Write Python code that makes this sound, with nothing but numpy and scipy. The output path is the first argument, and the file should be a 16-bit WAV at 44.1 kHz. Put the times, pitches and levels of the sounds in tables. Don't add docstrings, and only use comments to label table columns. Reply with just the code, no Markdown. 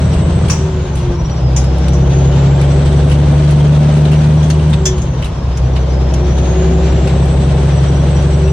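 import sys
import numpy as np
from scipy import signal
from scipy.fft import rfft, irfft, next_fast_len
from scipy.io import wavfile
from scipy.ndimage import uniform_filter1d, minimum_filter1d

SR = 44100
rng = np.random.default_rng(int(sys.argv[2]) if len(sys.argv) > 2 else 0)


def waveform_to_disk(signal):
    frames = np.transpose(np.atleast_2d(signal))
    scaled = np.clip(frames, -1, 1) * 32767
    samples = np.round(scaled).astype(np.int16)
    wavfile.write(sys.argv[1], SR, samples)


N = 375732
TIME = np.arange(N) / SR


def gain_of(db):
    return 10 ** (np.asarray(db) / 20)


def evened(x):
    return x / np.sqrt(np.mean(x ** 2) + 1e-20)


def read(points, hz):
    f, value = np.transpose(points)
    return np.interp(np.log(hz + 1), np.log(f + 1), value)


def curve(points):
    s, value = np.transpose(points)
    return np.interp(TIME, s, value)


def add(mix, s, sound):
    part = mix[:, max(round(s * SR), 0):][:, :sound.shape[1]]
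    part += sound[:, :part.shape[1]]


def drift(per_s, times=TIME):
    knots = np.linspace(0, TIME[-1], N // 64)
    f = np.fft.rfftfreq(len(knots), knots[1])
    spectrum = rfft(rng.standard_normal(len(knots))) / (1 + (f / per_s) ** 4)
    return np.interp(times, knots, evened(irfft(spectrum, len(knots))))


# (frequency [Hz], likeness [-1 to 1])
LEFT_RIGHT_LIKENESS = [(140, 1), (300, .96), (500, .73), (900, .47), (1600, .52), (2500, .3), (3400, .22),
                       (4200, .4), (5000, -.1), (6200, 0), (7200, -.35), (8200, -.7), (9800, -.96),
                       (11000, -.998)]


def noise(spectrum, size=N, treble_db=0):
    full = next_fast_len(size)
    hz = np.fft.rfftfreq(full, 1 / SR)
    same = np.clip(read(LEFT_RIGHT_LIKENESS, hz), -1, 1)
    mid, side = rfft(rng.standard_normal((2, full))) * np.sqrt([1 + same, 1 - same])
    treble_tilt = treble_db * np.clip((hz - 4000) / 6000, 0, 1)
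    colour = gain_of(read(spectrum, hz) + treble_tilt)
    return evened(irfft(np.array([mid + side, mid - side]) * colour, full)[:, :size])


def panned(x, right_db):
    return x * gain_of(np.array([[-.5], [.5]]) * right_db)


def cab_echo(x, count=14, spread=0.01, strength=.17):
    taps = np.zeros((2, SR // 20))
    taps[:, 0] = 1
    for side in taps:
        delays = (rng.uniform(.1, 1, count) * spread * SR).astype(int)
        side[delays] += strength * rng.choice([-1, 1], count)
    return evened(signal.oaconvolve(x, taps, axes=1)[:, :N])


BOOM_COAST_DB = -22
# (pedal down [s], time to press [s], pedal lifted [s], time to lift [s],
# change of the drone's overtones [dB], boom of the uneven cylinders at full boost [dB])
PULLS = [(-0.5, .1, 0.5, .14, -2.5, -10.5), (1.268, 0.17, 4.66, .35, 2, -17),
         (5.58, 0.069, 9, .3, -2.5, -17)]


def pedal(bite_db=11, bite_s=0.16):
    throttle, bark_db, boom_db = np.zeros((3, N))
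    for down, press, up, lift, overtones_db, pull_boom_db in PULLS:
        pressing = np.clip((TIME - down) / press, 0, 1)
        held = pressing * np.clip(1 - (TIME - up) / lift, 0, 1)
        bite = bite_db * np.exp(-np.maximum(TIME - down, 0) / bite_s)
        throttle += held
        bark_db += held * (overtones_db + bite)
        boom_db += held * (pull_boom_db - BOOM_COAST_DB)
    return throttle, bark_db, boom_db


# (frequency [Hz], level [dB])
DRONE = [(64, -12.7), (66.3, -11.5), (69, -13), (71.5, -10.8), (74.5, -14), (77, -14), (128, -19.5),
         (130, -18.5), (132.4, -25), (135, -13.5), (138, -10), (142, -14), (147, -8), (151, -10.5),
         (155, -17), (195, -42), (212, -38), (222, -21), (227, -26), (233, -39)]
COAST_LEVELS = [-18, -21.5, -42]


def drone_levels(firing_hz, throttle, bark_db):
    levels = []
    for k, coast in enumerate(COAST_LEVELS):
        pulling = read(DRONE, (k + 1) * firing_hz)
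        bark = bark_db * (k > 0)
        levels.append(coast + throttle * (pulling - coast) + bark)
    return levels


def exhaust(cycle, harmonics_db, throttle, flutter=0.089, falter=.4):
    unsteady = flutter + falter * (1 - throttle)
    drone = 0
    for k, db in zip((6, 12, 18), harmonics_db):
        level = gain_of(db) * (1 + unsteady * drift(20))
        drone = drone + level * np.cos(2 * np.pi * k * cycle + unsteady * drift(21))
    return panned(np.sqrt(2) * drone, right_db=-.45)


# (multiple of the two-turn engine cycle, relative level [dB])
UNEVEN = [(2, 3), (3, -5), (4, 2.5), (5, -5.5), (7, -6), (8, -1), (9, 1.5), (10, -1.5), (11, 1), (13, -3),
          (14, 3), (15, 5.5), (16, -4.5), (17, 0)]
# (frequency [Hz], relative level [dB])
CAB = [(20, -27.5), (35, -10.5), (50, -8.5), (85, 0), (103, -4), (118, -1.5), (135, -2), (150, -3),
       (160, 0), (165, 3), (171, 0.5), (178, -11.5), (195, -14), (225, -11.5), (300, -26)]


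def lope(cycle, cycle_hz, boom_db, waver=0.22):
    lines = 0
    for k, db in UNEVEN:
        level = gain_of(db + read(CAB, round(k) * cycle_hz)) * (1 + waver * drift(2.4))
        lines = lines + level * np.cos(2 * np.pi * (round(k) * cycle + rng.random()))
    return panned(evened(lines) * gain_of(boom_db), right_db=-.5)


# (frequency [Hz], relative level [dB])
PANELS = [(190, -10), (225, 5), (258, 6), (292, -3), (302, 0), (312, 9), (324, 9.5), (345, 6), (372, 4),
          (400, 4), (425, -4), (460, 2), (490, 4), (525, -3), (570, 1), (615, -4), (655, -3), (690, -9),
          (745, -8), (800, -14), (1000, -21)]
# (multiple of the cycle, extra level [dB])
STRONG_ORDERS = [(20, 8), (21, 3), (23, 5), (24, 6), (25, -1), (26, 10), (27, 2), (28, 3), (29, 6), (30, 6),
                 (32, 4), (33, 3), (35, 6), (36, 4), (42, 6), (47, 4), (48, 3), (51, 4), (53, 4), (57, -2)]


def growl(cycle, cycle_hz, roar_db, throttle, tilt_db=0.3561, width=0.46, coast_db=-5):
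    out, hop = np.zeros((2, N)), 256
    turn = np.exp(2j * np.pi * (cycle + .0008 * drift(22)))
    line = turn ** 18
    extra_db = {round(k): db for k, db in STRONG_ORDERS}
    for k in range(19, 80):
        line = line * turn
        hz = k * cycle_hz[::hop]
        swell_db = 3 * np.minimum(drift(1.8, TIME[::hop]), 1.5)
        level_db = read(PANELS, hz) + tilt_db * k + extra_db.get(k, 0) + swell_db
        level = np.interp(TIME, TIME[::hop], gain_of(level_db))
        stereo_phase = width * hz[0] / 400 * rng.standard_normal((2, 1))
        phase = 2 * np.pi * rng.random() + stereo_phase
        out += level * (line * np.exp(1j * phase)).real
    return panned(evened(out) * gain_of(roar_db + 1 + coast_db * (1 - throttle)), right_db=-2.0)


# (frequency [Hz], relative level [dB per Hz])
RUMBLE = [(8, -23.5), (20, -9.5), (32, -6.5), (50, 0.5), (85, -2.5), (120, 4.5), (165, -6), (200, -11),
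          (300, -13.5), (600, -51.5)]
ROAR = [(120, -26.5), (200, 4.5), (250, 3), (290, -3.5), (325, -14), (380, 3), (425, -4), (485, -2.5),
        (700, -7.5), (1000, -15.5), (1400, -19), (2200, -28.5), (5000, -56)]
HISS = [(600, -11), (1250, 3.5), (1470, 4.5), (1560, 5), (1650, 2), (2300, 0), (3200, 1.3), (4200, -2.5),
        (4900, -5.5), (5700, -5.5), (6500, -5), (7500, -11), (8500, -10.5), (9500, -23), (12000, -54.5),
        (14500, -35.5), (15700, -31.5)]
# (frequency [Hz], relative level [dB per Hz])
TYRES = [(500, -26), (780, -3), (910, 1), (1100, -1.5), (1300, -12), (1900, -46.5)]


def road_and_air(cycle, boom_db, roar_db, hiss_db, rumble_db=-25, tyres_db=-35.5):
    beat = np.cos(6 * np.pi * cycle) + 0.93 * np.cos(12 * np.pi * cycle) + 0.55 * np.cos(2 * np.pi * cycle)
    rumble = noise(RUMBLE) * gain_of(rumble_db + 0.077 * (boom_db - boom_db.mean()))
    roar = noise(ROAR) * gain_of(roar_db) * (1 + 0.2 * beat + 0.098 * drift(48))
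    hiss = noise(HISS) * gain_of(hiss_db) * (1 + 0.017 * beat + 0.14 * drift(16))
    tyres = noise(TYRES) * gain_of(tyres_db)
    return rumble + panned(roar + tyres, right_db=-2.0) + panned(hiss, right_db=-1.0)


# (peak time [s], length [s], level [dB])
HOOTS = [(0.727, 0.27, -24.5), (1.091, 0.15, -20.5), (2.17, 0.56, -26), (2.897, 0.37, -27),
         (4.88, 0.24, -22.5), (6.23, 0.17, -25.5), (6.69, 0.66, -23), (7.4, 0.74, -31.5),
         (8.48, 0.4, -22.5)]
# (turbo blade tone [Hz], hoot pitch [Hz])
HOOT_PITCH = [(5000, 346), (5900, 355), (6500, 366), (7400, 377), (7950, 380), (8130, 373)]


def intake(blade_hz, throttle, rest_db=-42.5, load_hz=5, waver_hz=2, flutter=0.24):
    level = gain_of(rest_db)
    for s, length, db in HOOTS:
        level = level + gain_of(db) * np.exp(-(2 * (TIME - s) / length) ** 2)
    hz = read(HOOT_PITCH, blade_hz) + load_hz * throttle + waver_hz * drift(20.1)
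    hoot = np.cos(2 * np.pi * np.cumsum(hz) / SR)
    return panned(np.sqrt(2) * level * (1 + flutter * drift(8.9)) * hoot, right_db=-1.5)


# (frequency [Hz], level before its patchy changes [dB])
WHISTLE = [(4750, -54), (5060, -40), (5450, -42), (5900, -42), (6500, -37.5), (6950, -40.5), (7650, -42),
           (8000, -41), (8130, -42)]


def turbo(blade_hz, throttle, coast_db=-5, flutter=0.51, port_phase=2.65):
    slack = np.clip(3 * (1 - blade_hz / blade_hz.max()), 0, 1)
    blur_hz = (30 + 30 * slack) * drift(130)
    phase = 2 * np.pi * np.cumsum(blade_hz + blur_hz) / SR
    channels = []
    for p in (phase, phase + port_phase):
        channels.append((1 + flutter * drift(100)) * np.cos(p) + flutter * drift(80) * np.sin(p))
    patches_db = (1.2 + .6 * slack) * drift(16) - 2 * slack
    level_db = read(WHISTLE, blade_hz) + coast_db * (1 - throttle) + patches_db
    return evened(np.array(channels)) * gain_of(level_db)


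def buzz(hiss_db, below_hiss_db=-10, per_s=3.5, t60=0.08, count=56):
    t, out = np.arange(SR // 10) / SR, np.zeros((2, N))
    fade = gain_of(-60 * t / t60) * (1 - np.exp(-t / 0.003))
    for hz in np.linspace(1400, 3800, count) + rng.uniform(-15, 15, count):
        taps = (rng.random(N) < per_s / SR) * rng.uniform(0.25, 1, N)
        ring = np.sin(2 * np.pi * (hz * t + 0.43 * rng.random((2, 1)))) * fade
        out += signal.oaconvolve(taps[None], ring, axes=1)[:, :N]
    return evened(out) * gain_of(hiss_db + below_hiss_db)


def faint_squeaks(count=30, level_db=-48, pitch_hz=5790, length=0.029):
    return [(at * TIME[-1], length, pitch_hz + 120 * (bend - .5), level_db)
            for at, bend in rng.random((count, 2))]


# (time [s], length [s], middle pitch [Hz], level [dB])
SQUEAKS = [(.03, .04, 5700, -42), (.1, .04, 5650, -43), (.92, .05, 5950, -44), (1.0, .06, 5900, -44),
           (1.12, .06, 5520, -43), (1.172, .055, 5800, -37), (1.23, .05, 5680, -39),
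           (1.292, .05, 5800, -37.5), (1.345, .06, 5800, -42), (1.865, .06, 5820, -41),
           (1.93, .05, 5830, -41), (2.695, .03, 5750, -41), (2.968, .02, 6050, -39), (4.15, .06, 5820, -44),
           (4.36, .06, 5760, -44), (5.63, .05, 5850, -45), (5.72, .04, 5800, -44), (5.8, .04, 5900, -44),
           (5.89, .035, 5880, -43), (6.235, .03, 5550, -42), (6.29, .04, 5720, -42), (6.82, .05, 5820, -42),
           (6.88, .045, 5760, -41), (6.94, .05, 5850, -43), (7.218, .03, 5600, -41),
           (7.705, .05, 5800, -41), (7.757, .05, 5800, -41), (7.872, .03, 5740, -39),
           (7.94, .04, 5810, -40), (7.99, .035, 5740, -41), (8.145, .04, 5790, -36),
           (8.18, .035, 5780, -39), (8.315, .045, 5770, -37), (8.425, .055, 5740, -40),
           (8.455, .045, 2680, -36), (8.485, .04, 5870, -38)]


def squeaks(sag=0.02, waver=.005, flutter=0.38):
    out = np.zeros((2, N))
    for s, length, hz, db in SQUEAKS + faint_squeaks():
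        u = np.arange(0, 1, 1 / (length * SR))
        bend, grip = evened(uniform_filter1d(rng.standard_normal((2, len(u))), size=150))
        phase = 2 * np.pi * np.cumsum(hz * (1 + sag * (.5 - u) + waver * bend)) / SR
        swell = np.sqrt(2) * np.sin(np.pi * u ** 1.3) * (1 + flutter * grip)
        add(out, s, gain_of(db) * swell * np.cos(phase + np.array([[0], [1.1]])))
    return out


def faint_rattles(count=14, level_db=-45.5, spread_db=8.5, rise=0.0091, t60=0.15, treble_db=-1.5):
    return [(at * TIME[-1], level_db + spread_db * (2 * size - 1), rise, t60, treble_db, 2500 + 1700 * part, -3)
            for at, size, part in rng.random((count, 3))]


# (time [s], level [dB], rise [s], time to fade by 60 dB [s],
# extra treble [dB], ring of the part [Hz], ring against the clack [dB])
RATTLES = [(0.126, -29.5, .012, 0.11, 1, 2900, -7), (0.483, -26, .001, 0.086, 8, 3400, -8),
           (0.954, -29, 0.0022, .06, 12, 3000, -14), (0.968, -32, .003, 0.31, 3, 3550, -12),
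           (1.295, -35.5, .002, 0.068, -10, 4600, -2), (1.641, -28, .001, .05, 4, 3000, -5),
           (1.781, -34, .002, 0.054, 12, 3000, -8), (1.881, -26, .002, 0.054, 6, 4600, -14),
           (2.613, -23, .001, 0.055, 7, 2440, 0), (2.64, -34, .002, 0.06, 12, 3530, -2),
           (2.85, -29, 0.015, .15, -3, 3180, -8), (3.096, -28.5, .002, 0.074, 10, 2900, -2),
           (3.111, -27, 0.0063, 0.14, 6, 3050, -1), (3.508, -27, 0.00092, 0.07, 12, 3200, -8),
           (3.95, -33, .025, 0.26, 2, 2680, -5), (4.051, -28.5, .003, 0.065, -2, 4020, -0.5),
           (4.113, -31, .004, 0.16, 11, 2850, 1), (4.13, -31, 0.0036, 0.1, -9, 2900, 1),
           (4.5, -24, .001, .05, 16, 3470, -3), (4.504, -31, .001, 0.083, -5, 4460, 4.5),
           (4.594, -32.5, .003, .06, -13, 3100, 2), (4.697, -34, .002, .06, 14, 2980, -5),
           (4.729, -25, .001, 0.072, 0, 3750, 3.5), (4.736, -24.5, .001, 0.073, -4, 2660, -6),
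           (4.979, -29, .003, 0.071, 2, 3320, -12), (5.222, -31, .001, .03, 14, 3900, -5),
           (5.225, -27, .001, 0.1, -10, 3000, 2.5), (5.244, -27, .001, 0.049, 10, 3930, -2),
           (5.255, -30, .001, 0.12, 6, 2920, -3), (5.752, -28, 0.015, 0.12, -10, 3000, -7),
           (6.381, -30, 0.0027, 0.078, -3, 3950, -7), (6.919, -32.5, .006, .08, 1, 2800, -2),
           (7.068, -27, 0.0086, 0.092, 0, 2740, -5), (7.091, -29.5, .004, .12, -8, 2400, -7),
           (7.256, -32, .001, .04, 16, 3300, -6), (8.476, -35, .002, .07, 3, 2840, 0)]
# (frequency [Hz], relative level [dB per Hz])
TRIM = [(400, -13.5), (1000, 0.5), (2000, -2.5), (3000, 0.5), (4000, 0), (5000, -4), (6500, -9.5),
        (8500, -4), (9800, -6.5), (11000, -17), (15500, -21.5)]


def trim(grit_db=0.5, ring_t60=0.013):
    out, t = np.zeros((2, N)), np.arange(SR // 5) / SR
    for s, db, rise, t60, treble_db, ring_hz, ring_db in RATTLES + faint_rattles():
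        bumps = evened(uniform_filter1d(rng.standard_normal(len(t)), size=90))
        grit = evened(gain_of(grit_db * bumps))
        burst = noise(TRIM, size=len(t), treble_db=treble_db)
        clack = cab_echo(burst, spread=0.0044, strength=0.033)[:, :len(t)]
        mode = np.sin(2 * np.pi * ring_hz * t) * gain_of(-60 * t / ring_t60)
        ring = gain_of(ring_db) * evened(signal.fftconvolve(clack, mode[None], axes=1)[:, :len(t)])
        level = np.minimum(t / rise, 1) * gain_of(db - 60 * np.maximum(t - rise, 0) / t60)
        add(out, s, (clack * grit + ring) * level)
    return out


# (frequency [Hz], relative level [dB per Hz])
VALVE_CLACK = [(600, -14), (1050, 5), (1300, 3), (1700, -4), (2200, -3), (2480, 3), (2750, -3), (3200, -7),
               (3700, -10), (4400, -8), (4700, -3), (5000, -6), (7500, -27), (8700, 0), (9400, -16),
               (11000, -14), (15500, -20)]
VALVE_HISS = [(4000, -25), (5100, -7), (5400, -5), (5750, 4), (6300, -4), (6600, -2), (7150, -7),
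              (7500, -15), (8500, -11), (9500, -39), (14000, -34), (15500, -20)]


def air_valve(at_s=.497, clack_db=-16.5, clack_t60=.2, puff_db=-14.5, puff_t60=.12,
              tail_db=-23, tail_t60=.48, open_s=.004):
    out, t = np.zeros((2, N)), np.arange(SR // 3) / SR
    clack_level = gain_of(clack_db - 60 * t / clack_t60) * (1 - np.exp(-t / 0.00072))
    clack = noise(VALVE_CLACK, size=len(t)) * clack_level
    flow = gain_of(puff_db - 60 * t / puff_t60) + gain_of(tail_db - 60 * t / tail_t60)
    opening = 1 - np.exp(-(t / open_s) ** 2)
    hiss = cab_echo(noise(VALVE_HISS, size=len(t)))[:, :len(t)] * flow * opening
    add(out, at_s, clack + hiss)
    return out


# (frequency [Hz], relative level [dB], time to fade by 60 dB [s])
LINKS = [(1782, -11, .25), (2600, -12, .12), (3300, -5, .24), (3472, -3, .2), (4050, -12, .12),
         (4560, -10, .15), (5020, -4, .14), (5372, -6, .14), (5435, -3, .2), (5729, -4, .14),
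         (5830, -1.5, .14), (6022, 0, .18), (6143, -1, .15), (6404, 0, .14), (6778, 0, .16), (6874, -2, .1),
         (7160, -4, .08), (7246, -6, .15), (7603, -1, .14), (8104, -15, .1), (8400, -17, .08),
         (8680, -18, .1), (15400, -15, .1)]
# (frequency [Hz], relative level [dB per Hz])
SLIDE = [(1000, -9), (3000, -7), (4400, -15), (5300, -9), (5950, -6), (6600, -0.5), (7150, -15),
         (7600, -33), (8700, -2.5), (10000, -21), (14000, -20), (15400, -21.5)]
# (time [s], level [dB], clatter length [s], extra level of low tones [dB],
# sliding links [dB], ring length relative to free links)
CLINKS = [(1.562, -21, .011, -13, -3, 1.2), (1.932, -37.5, 0.019, -15, -1, 1),
          (4.426, -36.5, 0.018, 9, 3, 0.87), (4.5, -31.5, .005, -6, 8, 0.6),
          (4.854, -15, 0.016, -0.5, -6.5, 0.92), (5.017, -36.5, .008, -8, 1, .8),
          (5.572, -34, 0.005, -6, 5.5, .4), (6.137, -30.5, 0.006, 6, 7, 0.35)]


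def chain(scatter_db=4.0, rebound=0.81, slide_t60=0.16):
    out, t = np.zeros((2, N)), np.arange(SR // 3) / SR
    hz, db, t60 = np.transpose(LINKS)[:, :, None]
    for s, clink_db, clatter, low_db, slide_db, ring in CLINKS:
        sound = np.zeros((2, len(t)))
        decay = gain_of(db + low_db * (hz < 4800) - 60 * t / (ring * t60))
        decay = decay * np.sqrt(2 / np.sum(gain_of(db) ** 2))
        for late in np.append(0, rng.random(4)):
            detune = 1 + 0.01 * late * rng.standard_normal(hz.shape)
            modes = decay * np.exp(2j * np.pi * hz * detune * t)
            strengths = gain_of(scatter_db * rng.standard_normal((2, len(hz))))
            weights = strengths * np.exp(2j * np.pi * rng.random((2, len(hz))))
            slide = gain_of(slide_db - 60 * t / (ring * slide_t60)) * noise(SLIDE, size=len(t))
            blow = rebound * np.exp(-late) if late else 1
            add(sound, late * clatter, ((weights @ modes).real + slide) * blow)
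        add(out, s, gain_of(clink_db) * sound * (1 - np.exp(-t / 0.0013)))
    return out


# (time [s], firings per second [Hz])
SPEED = [(0, 77.3), (.58, 78.5), (.85, 70.8), (.99, 66), (1.25, 64), (1.45, 64.3), (1.63, 65), (1.8, 66.2),
         (2, 67.5), (2.3, 68.2), (2.8, 70.6), (3.5, 72.8), (4.65, 76.6), (4.9, 68.6), (5.25, 63.1),
         (5.52, 63.1), (5.66, 64.3), (6.4, 65.2), (7.15, 67.6), (8.52, 70.5)]
# (time [s], blade tone [Hz])
SPOOL = [(0, 7990), (.6, 7938), (.8, 6900), (1.2, 5380), (1.52, 5000), (1.7, 5186), (2.05, 6030),
         (2.45, 7300), (2.75, 7880), (3.1, 8115), (4.72, 8120), (4.93, 6845), (5.25, 5560), (5.75, 4700),
         (6.08, 5275), (6.4, 6226), (6.8, 7123), (7.15, 7740), (7.5, 8020), (8.2, 8020), (8.52, 7760)]
# (time [s], level [dB])
EFFORT = [(0.0, -22.5), (0.5, -23), (0.7, -25.5), (1.15, -26.5), (1.6, -26), (2.5, -20.5), (3.1, -21.5),
          (3.9, -19.5), (4.3, -22.5), (4.65, -24), (5.0, -26.5), (5.4, -27.5), (6.0, -25), (6.7, -21.5),
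          (7.2, -22.5), (7.8, -21.5), (8.52, -24)]


def scene():
    firing_hz, blade_hz, effort_db = curve(SPEED), curve(SPOOL), curve(EFFORT)
    throttle, bark_db, pull_boom_db = pedal()
    boost = np.clip((blade_hz - 5000) / 895, 0, 1)
    boom_db = BOOM_COAST_DB + boost * pull_boom_db
    effort_db = effort_db - effort_db.mean()
    roar_db = -25.5 + 1.01 * effort_db
    hiss_db = -33.5 + 0.97 * effort_db
    cycle_hz = firing_hz / 6
    cycle = np.cumsum(cycle_hz) / SR
    engine = exhaust(cycle, drone_levels(firing_hz, throttle, bark_db), throttle)
    engine = engine + lope(cycle, cycle_hz, boom_db) + growl(cycle, cycle_hz, roar_db, throttle)
    air = road_and_air(cycle, boom_db, roar_db, hiss_db) + intake(blade_hz, throttle) + turbo(blade_hz, throttle)
    loose_parts = buzz(hiss_db) + squeaks() + trim() + chain()
    return engine + air + loose_parts + air_valve()


def record(dry, ceiling=.92, edge_hz=15900):
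    room = np.minimum(1, ceiling / (abs(dry).max(0) + 1e-9))
    limited = dry * uniform_filter1d(minimum_filter1d(room, size=300), size=300)
    low_pass = signal.firwin(511, edge_hz, window=("kaiser", 9), fs=SR)
    return signal.oaconvolve(limited, low_pass[None], "same")


dry = scene()
out = record(dry)
waveform_to_disk(out)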